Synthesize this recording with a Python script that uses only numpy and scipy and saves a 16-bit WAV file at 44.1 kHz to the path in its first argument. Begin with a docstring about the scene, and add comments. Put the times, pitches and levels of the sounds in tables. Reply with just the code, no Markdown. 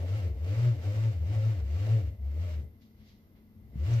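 """A low hum surges and sags over rumble and hiss: a unicycle pedalled on a roller stand, a few metres
away in a wood-panelled room. Each push speeds up the unbalanced roller, which hums through the floor,
while the stand rumbles and the tyre tread hisses as it peels off the roller.
The wheel almost stops and something scuffs softly. Then the stand thumps on the floor
and the pedalling resumes with a tiny tyre squeak."""
import sys
import numpy as np
from scipy import signal
from scipy.fft import rfft, irfft, next_fast_len
from scipy.io import wavfile
from scipy.ndimage import map_coordinates

SR = 44100
rng = np.random.default_rng(int(sys.argv[2]) if len(sys.argv) > 2 else 0)


def persist_wave(psi):
    """Save psi, clipped to +-1, as 16-bit WAV."""
    counts = np.round(np.clip(psi, -1, 1) * 32767).astype(np.int16)
    wavfile.write(sys.argv[1], SR, np.atleast_2d(counts).T)


N = 176400
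TIME_S = np.arange(N) / SR


def amp(db):
    """Decibels to gain."""
    return 10 ** (np.asarray(db) / 20)


def unit(x):
    """Scale to rms 1."""
    return x / np.sqrt(np.mean(x ** 2) + 1e-20)


def along(points, hz):
    """Interpolate (freq_hz, value) points on a log frequency axis."""
    freqs_hz, values = np.transpose(points)
    return np.interp(np.log(hz + 1), np.log(freqs_hz + 1), values)


def curves(rows):
    """Interpolate each column after time_s to one value per sample."""
    times_s, *columns = np.transpose(rows)
    return [np.interp(TIME_S, times_s, column) for column in columns]


def wobble(knots_per_s):
    """Smooth random curve."""
    return map_coordinates(rng.standard_normal(4096), [TIME_S * knots_per_s], mode="wrap")


def filtered(x, response):
    """Apply the frequency response(hz)."""
    size = next_fast_len(N + SR // 2)
    return irfft(rfft(x, size) * response(np.fft.rfftfreq(size, 1 / SR)), size)[..., :N]


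def ringing(x, modes):
    """Direct vibration plus the ringing of each mode."""
    return filtered(x, lambda hz: 1 + sum(
        gain * 1j * hz * width_hz / (centre_hz ** 2 - hz ** 2 + 1j * hz * width_hz)
        for centre_hz, width_hz, gain in modes))


# Left-right likeness: freq_hz, coherence
COHERENCE = [(120, 0.92), (280, 1), (580, 0.96), (1000, 0.91), (2000, 0.17), (8000, 0.11)]
def spread(pair, gain):
    """Colour two unrelated signals by gain(hz) and mix to stereo, rms 1."""
    def response(hz):
        angle_rad = np.arccos(np.clip(along(COHERENCE, hz), -1, 1)) / 2
        return gain(hz) * [np.cos(angle_rad), np.sin(angle_rad)]
    mid, side = filtered(pair, response)
    return unit(np.array([mid + side, mid - side]))


def noise(spectrum):
    """Stereo noise with the given spectrum, rms 1."""
    return spread(rng.standard_normal((2, N)), lambda hz: amp(along(spectrum, hz)))


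def resonance(centre_hz, width_hz):
    """Stereo noise in one narrow band, rms 1."""
    return spread(rng.standard_normal((2, N)), lambda hz: 1 / (1 + ((hz - centre_hz) / width_hz) ** 2))


def room(x, wet_db, t60_s=0.28):
    """Direct sound plus a short diffuse tail per channel."""
    t = np.arange(SR // 2) / SR
    tail = rng.standard_normal((2, len(t))) * amp(-60 * t / t60_s)
    tail /= np.linalg.norm(tail[0])
    return x + amp(wet_db) * signal.fftconvolve(np.atleast_2d(x), tail, axes=1)[:, :N]


# Roller motion under the pedal pushes: time_s, speed_hz, hum_db
ROLLER_MOTION = [(0.0, 81.9, -34), (0.08, 90.85, -35.5), (0.17, 109.1, -37), (0.26, 86.9, -34),
                 (0.35, 57.9, -40.5), (0.48, 94.5, -33.5), (0.6, 119.7, -41), (0.68, 121.9, -32),
                 (0.74, 103.1, -46.5), (0.8, 79.47, -39), (0.87, 100.6, -35.5), (0.95, 105.6, -34.5),
                 (1.05, 113.3, -37), (1.12, 102.6, -37.5), (1.18, 78.2, -36), (1.24, 76.54, -33.5),
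                 (1.32, 109.1, -37), (1.4, 106.4, -34.5), (1.48, 110.8, -33.5), (1.54, 105.5, -38.5),
                 (1.63, 64.22, -34.5), (1.72, 73.57, -33), (1.82, 103.1, -37.5), (1.93, 112.7, -34.5),
                 (2.0, 106.1, -35.5), (2.07, 68, -35), (2.16, 69.83, -54.5), (2.21, 66.73, -37),
                 (2.33, 72.05, -36.5), (2.45, 89.7, -35.5), (2.53, 79.9, -36.5), (2.6, 69.9, -36),
                 (2.7, 55.8, -71), (3.55, 57.3, -74), (3.74, 65.3, -49.5), (3.8, 68.74, -34.0),
                 (3.85, 84.2, -35), (3.89, 115.5, -36), (3.95, 119.6, -35.5), (4.0, 99.6, -42.5)]
# Growl of overtones and stand, relative to a full push: time_s, gain_db
GROWL_ENVELOPE = [(0.0, 7), (.08, -1.5), (.17, -0.5), (.33, -6.5), (.47, -1), (.62, 1.5), (.79, -5),
                  (.87, 1), (1.05, -1), (1.2, -7.5), (1.33, 0), (1.5, -0.5), (1.66, -8), (1.86, 0.5),
                  (1.99, 1.5), (2.18, -16), (2.35, -7), (2.46, -3), (2.6, -8), (2.73, -35.5), (3.5, -40),
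                  (3.72, -19), (3.86, 0), (4.0, -5)]
# Roller overtones on a full push: harmonic, level_db
ROLLER_OVERTONES = [(3, -61.5), (4, -68), (5, -66), (6, -71), (7, -71), (8, -73)]
# Low floor and room modes, beating with the hum: centre_hz, width_hz, signed_gain
HUM_MODES = [(77.2, 5.7, 0.97), (96.16, 3.26, 2.5), (102.3, 2.2, -0.6), (116.33, 11.5, 4)]
# Stand frame resonances: centre_hz, width_hz, signed_gain
STAND_MODES = [(156, 7, 3.5), (199, 11, 1.3), (295, 13, 2), (366, 11, 1.3), (452, 13, 3.4), (530, 20, 3),
               (558, 7, 3), (608, 11, 6), (684, 14, 1.9)]
def roller(flutter_db=1.0, waver_db=3.2, jitter_rad=0.26, second_harmonic_db=-29):
    """The unbalanced roller shakes the floor once a turn; its overtones ring the stand."""
    speed_hz, hum_db = curves(ROLLER_MOTION)
    growl_db, = curves(GROWL_ENVELOPE)
    phase = 2 * np.pi * np.cumsum(speed_hz) / SR
    shake = amp(hum_db + flutter_db * wobble(24.88))
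    hum = ringing(shake * np.sin(phase), HUM_MODES)
    second = amp(second_harmonic_db) * shake * np.sin(2 * phase)
    overtones = sum(
        amp(level_db + waver_db * wobble(16)) * np.sin(harmonic * phase + jitter_rad * wobble(60))
        for harmonic, level_db in ROLLER_OVERTONES)
    whirr = ringing(second + amp(growl_db) * overtones, STAND_MODES)
    return np.sqrt(2) * (hum + room(whirr, wet_db=-2).mean(axis=0))


# Stand rumble: freq_hz, density_db
STAND_SPECTRUM = [(45, -7), (80, 16.5), (160, 1), (250, -2.5), (400, -2.5), (560, 0.5), (720, -4),
                  (950, -13.5), (1500, -38)]
def stand(full_push_db=-47, ring_db=-12, flutter_db=2.4):
    """Frame and floorboards rumble under the rolling wheel."""
    growl_db, = curves(GROWL_ENVELOPE)
    rumble = noise(STAND_SPECTRUM)
    ring = amp(ring_db) * unit(ringing(noise(STAND_SPECTRUM), STAND_MODES))
    return amp(full_push_db + growl_db + flutter_db * wobble(30)) * unit(rumble + ring)


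# Tread hiss before make-up gain: time_s, level_db
HISS_ENVELOPE = [(.045, -62.5), (.095, -59), (.17, -56), (.28, -63.5), (.34, -72), (.4, -69), (.45, -61.5),
                 (.57, -56), (.68, -56), (.78, -64.5), (.85, -58), (1.06, -57), (1.21, -69), (1.32, -58.5),
                 (1.5, -58.5), (1.65, -67), (1.8, -58), (1.94, -56.5), (2.08, -68), (2.18, -85),
                 (2.25, -72.5), (2.33, -70.5), (2.42, -62), (2.51, -60), (2.6, -68.5), (2.72, -97),
                 (3.58, -100), (3.72, -84), (3.79, -68.5), (3.88, -55), (3.94, -53.5), (4, -56)]
# Tread hiss: freq_hz, density_db
TREAD_SPECTRUM = [(500, -26.5), (900, -3.5), (1600, -3), (2300, -1.5), (3500, -7.5), (5200, -10),
                  (7500, -16), (10000, -28.5), (14500, -23)]
# High stand resonances, relative to the hiss: centre_hz, width_hz, gain_db
TREAD_MODES = [(1322, 34, -13.5), (2830, 160, -15)]
def tyre(slips_per_s=900, slip_db=-3, makeup_db=4, flutter_db=0.71):
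    """Tread peels off the roller in a dense crackle that also rings the stand."""
    hiss_db, = curves(HISS_ENVELOPE)
    slips = (rng.random(N) < slips_per_s / SR) * rng.standard_normal((2, N))
    contact = rng.standard_normal((2, N)) + amp(slip_db) * unit(slips)
    tread = spread(room(contact, wet_db=-6), lambda hz: amp(along(TREAD_SPECTRUM, hz)))
    rings = sum(amp(gain_db) * resonance(hz, width_hz) for hz, width_hz, gain_db in TREAD_MODES)
    return amp(hiss_db + makeup_db + flutter_db * wobble(45)) * (tread + rings)


# Fine tread fizz: freq_hz, density_db
FIZZ_SPECTRUM = [(9500, -33), (12000, -1.5), (14500, -4.5)]
def rub(ring_db=-67, fizz_db=-69.5, full_speed_hiss_db=-55.5):
    """Light rubbing rings the wheel and makes the tread fizz; both fade less than the hiss."""
    hiss_db, = curves(HISS_ENVELOPE)
    effort_db = hiss_db - full_speed_hiss_db
    ring = amp(ring_db + 0.39 * effort_db) * resonance(centre_hz=2051, width_hz=70)
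    fizz = amp(fizz_db + 0.4 * effort_db) * noise(FIZZ_SPECTRUM)
    return ring + fizz


# Room tone: freq_hz, density_db
AIR_SPECTRUM = [(15, -59.5), (25, -10.5), (90, 2.5), (161, -10.5), (233, -6.5), (577, -24), (1390, -33),
                (2010, -36), (5600, -41.5), (8460, -54), (12000, -35)]
def room_tone(air_db=-58, drone_db=-63.5):
    """Quiet steady noise with a faint low drone."""
    air = amp(air_db) * noise(AIR_SPECTRUM)
    return air + amp(drone_db) * resonance(centre_hz=214, width_hz=15)


# Rumble swells near standstill: peak_s, width_s, level_db
CREEP_SWELLS = [(2.1, 0.06, -44.5), (2.623, 0.057, -41), (3.0, 0.025, -53), (3.661, 0.12, -54)]
# Creeping wheel: freq_hz, density_db
CREEP_SPECTRUM = [(35, -23), (70, 2.5), (115, 4), (170, -17.5), (300, -23.5), (520, -22.5), (800, -42),
                  (1500, -57.5)]
def creep():
    """The loaded wheel rumbles dully when it turns slowly."""
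    envelope = sum(amp(level_db) * np.exp(-((TIME_S - peak_s) / width_s) ** 2)
                   for peak_s, width_s, level_db in CREEP_SWELLS)
    return envelope * noise(CREEP_SPECTRUM)


# Scuffs in the pause: peak_s, rise_s, fall_s, level_db, tilt_db_per_octave
SCUFF_EVENTS = [(2.82, .01, 0.065, -69.5, 0.5), (3.01, 0.026, 0.055, -70, -6),
                (3.089, 0.052, 0.07, -66, -0.5), (3.365, .012, 0.041, -69.5, -8.5)]
# Scuff before tilt: freq_hz, density_db
SCUFF_SPECTRUM = [(500, -5.5), (1700, 2), (2080, 10.5), (2500, 4.5), (3200, 9), (4600, 9.5), (6500, 1),
                  (10000, -27)]
def scuffs():
    """Brief soft rubs swell and die away."""
    out = np.zeros((2, N))
    for peak_s, rise_s, fall_s, level_db, tilt in SCUFF_EVENTS:
        envelope = np.exp(-np.maximum((peak_s - TIME_S) / rise_s, (TIME_S - peak_s) / fall_s))
        spectrum = [(hz, db + tilt * np.log2(hz)) for hz, db in SCUFF_SPECTRUM]
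        out += amp(level_db) * envelope * noise(spectrum)
    return out


# Knocks of the stand: start_s, level_db
THUMP_EVENTS = [(3.734, -48), (3.756, -32.5)]
# Modes of the stand on the floor: pitch_hz, gain_db, t60_s
THUMP_MODES = [(124, 2.5, 0.1), (153, 4.5, 0.088), (200.6, -6, 0.15)]
def thumps(attack_s=0.0039):
    """Shifting weight knocks the stand against the floor."""
    out = np.zeros(N)
    for start_s, level_db in THUMP_EVENTS:
        age_s = np.maximum(TIME_S - start_s, 0)
        ring = sum(amp(level_db + gain_db - 60 * age_s / t60_s) * np.sin(2 * np.pi * pitch_hz * age_s)
                   for pitch_hz, gain_db, t60_s in THUMP_MODES)
        out += (1 - np.exp(-age_s / attack_s)) * ring
    return room(out, wet_db=-11)


def squeak(start_s=3.938, fall_s=0.01, level_db=-50):
    """The tyre gives a tiny high chirp on the hardest push."""
    age_s = TIME_S - start_s
    envelope = (age_s > 0) * np.exp(-np.abs(age_s) / fall_s)
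    return amp(level_db) * envelope * resonance(centre_hz=6050, width_hz=420)


def scene():
    """Unicycle and stand over the room tone."""
    background = room_tone()
    rolling = roller() + stand() + tyre() + rub()
    return background + rolling + creep() + scuffs() + thumps() + squeak()


# Microphone port balance: freq_hz, left_minus_right_db
PORT_BALANCE = [(120, 2), (250, 3), (500, -1.4), (2000, -0.5), (4000, 0.5), (8000, 1), (12500, -1.5)]
def record(dry, left_lead_s=0.00023, cutoff_hz=14550):
    """Two band-limited microphone ports, each with its own colour; sound reaches the left first."""
    side = np.array([[1], [-1]])
    def response(hz):
        colour = amp(side * along(PORT_BALANCE, hz) / 2)
        time_shift = np.exp(1j * np.pi * hz * left_lead_s * side)
        return (hz < cutoff_hz) * colour * time_shift
    return filtered(dry, response)


dry = scene()
out = record(dry)
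persist_wave(out)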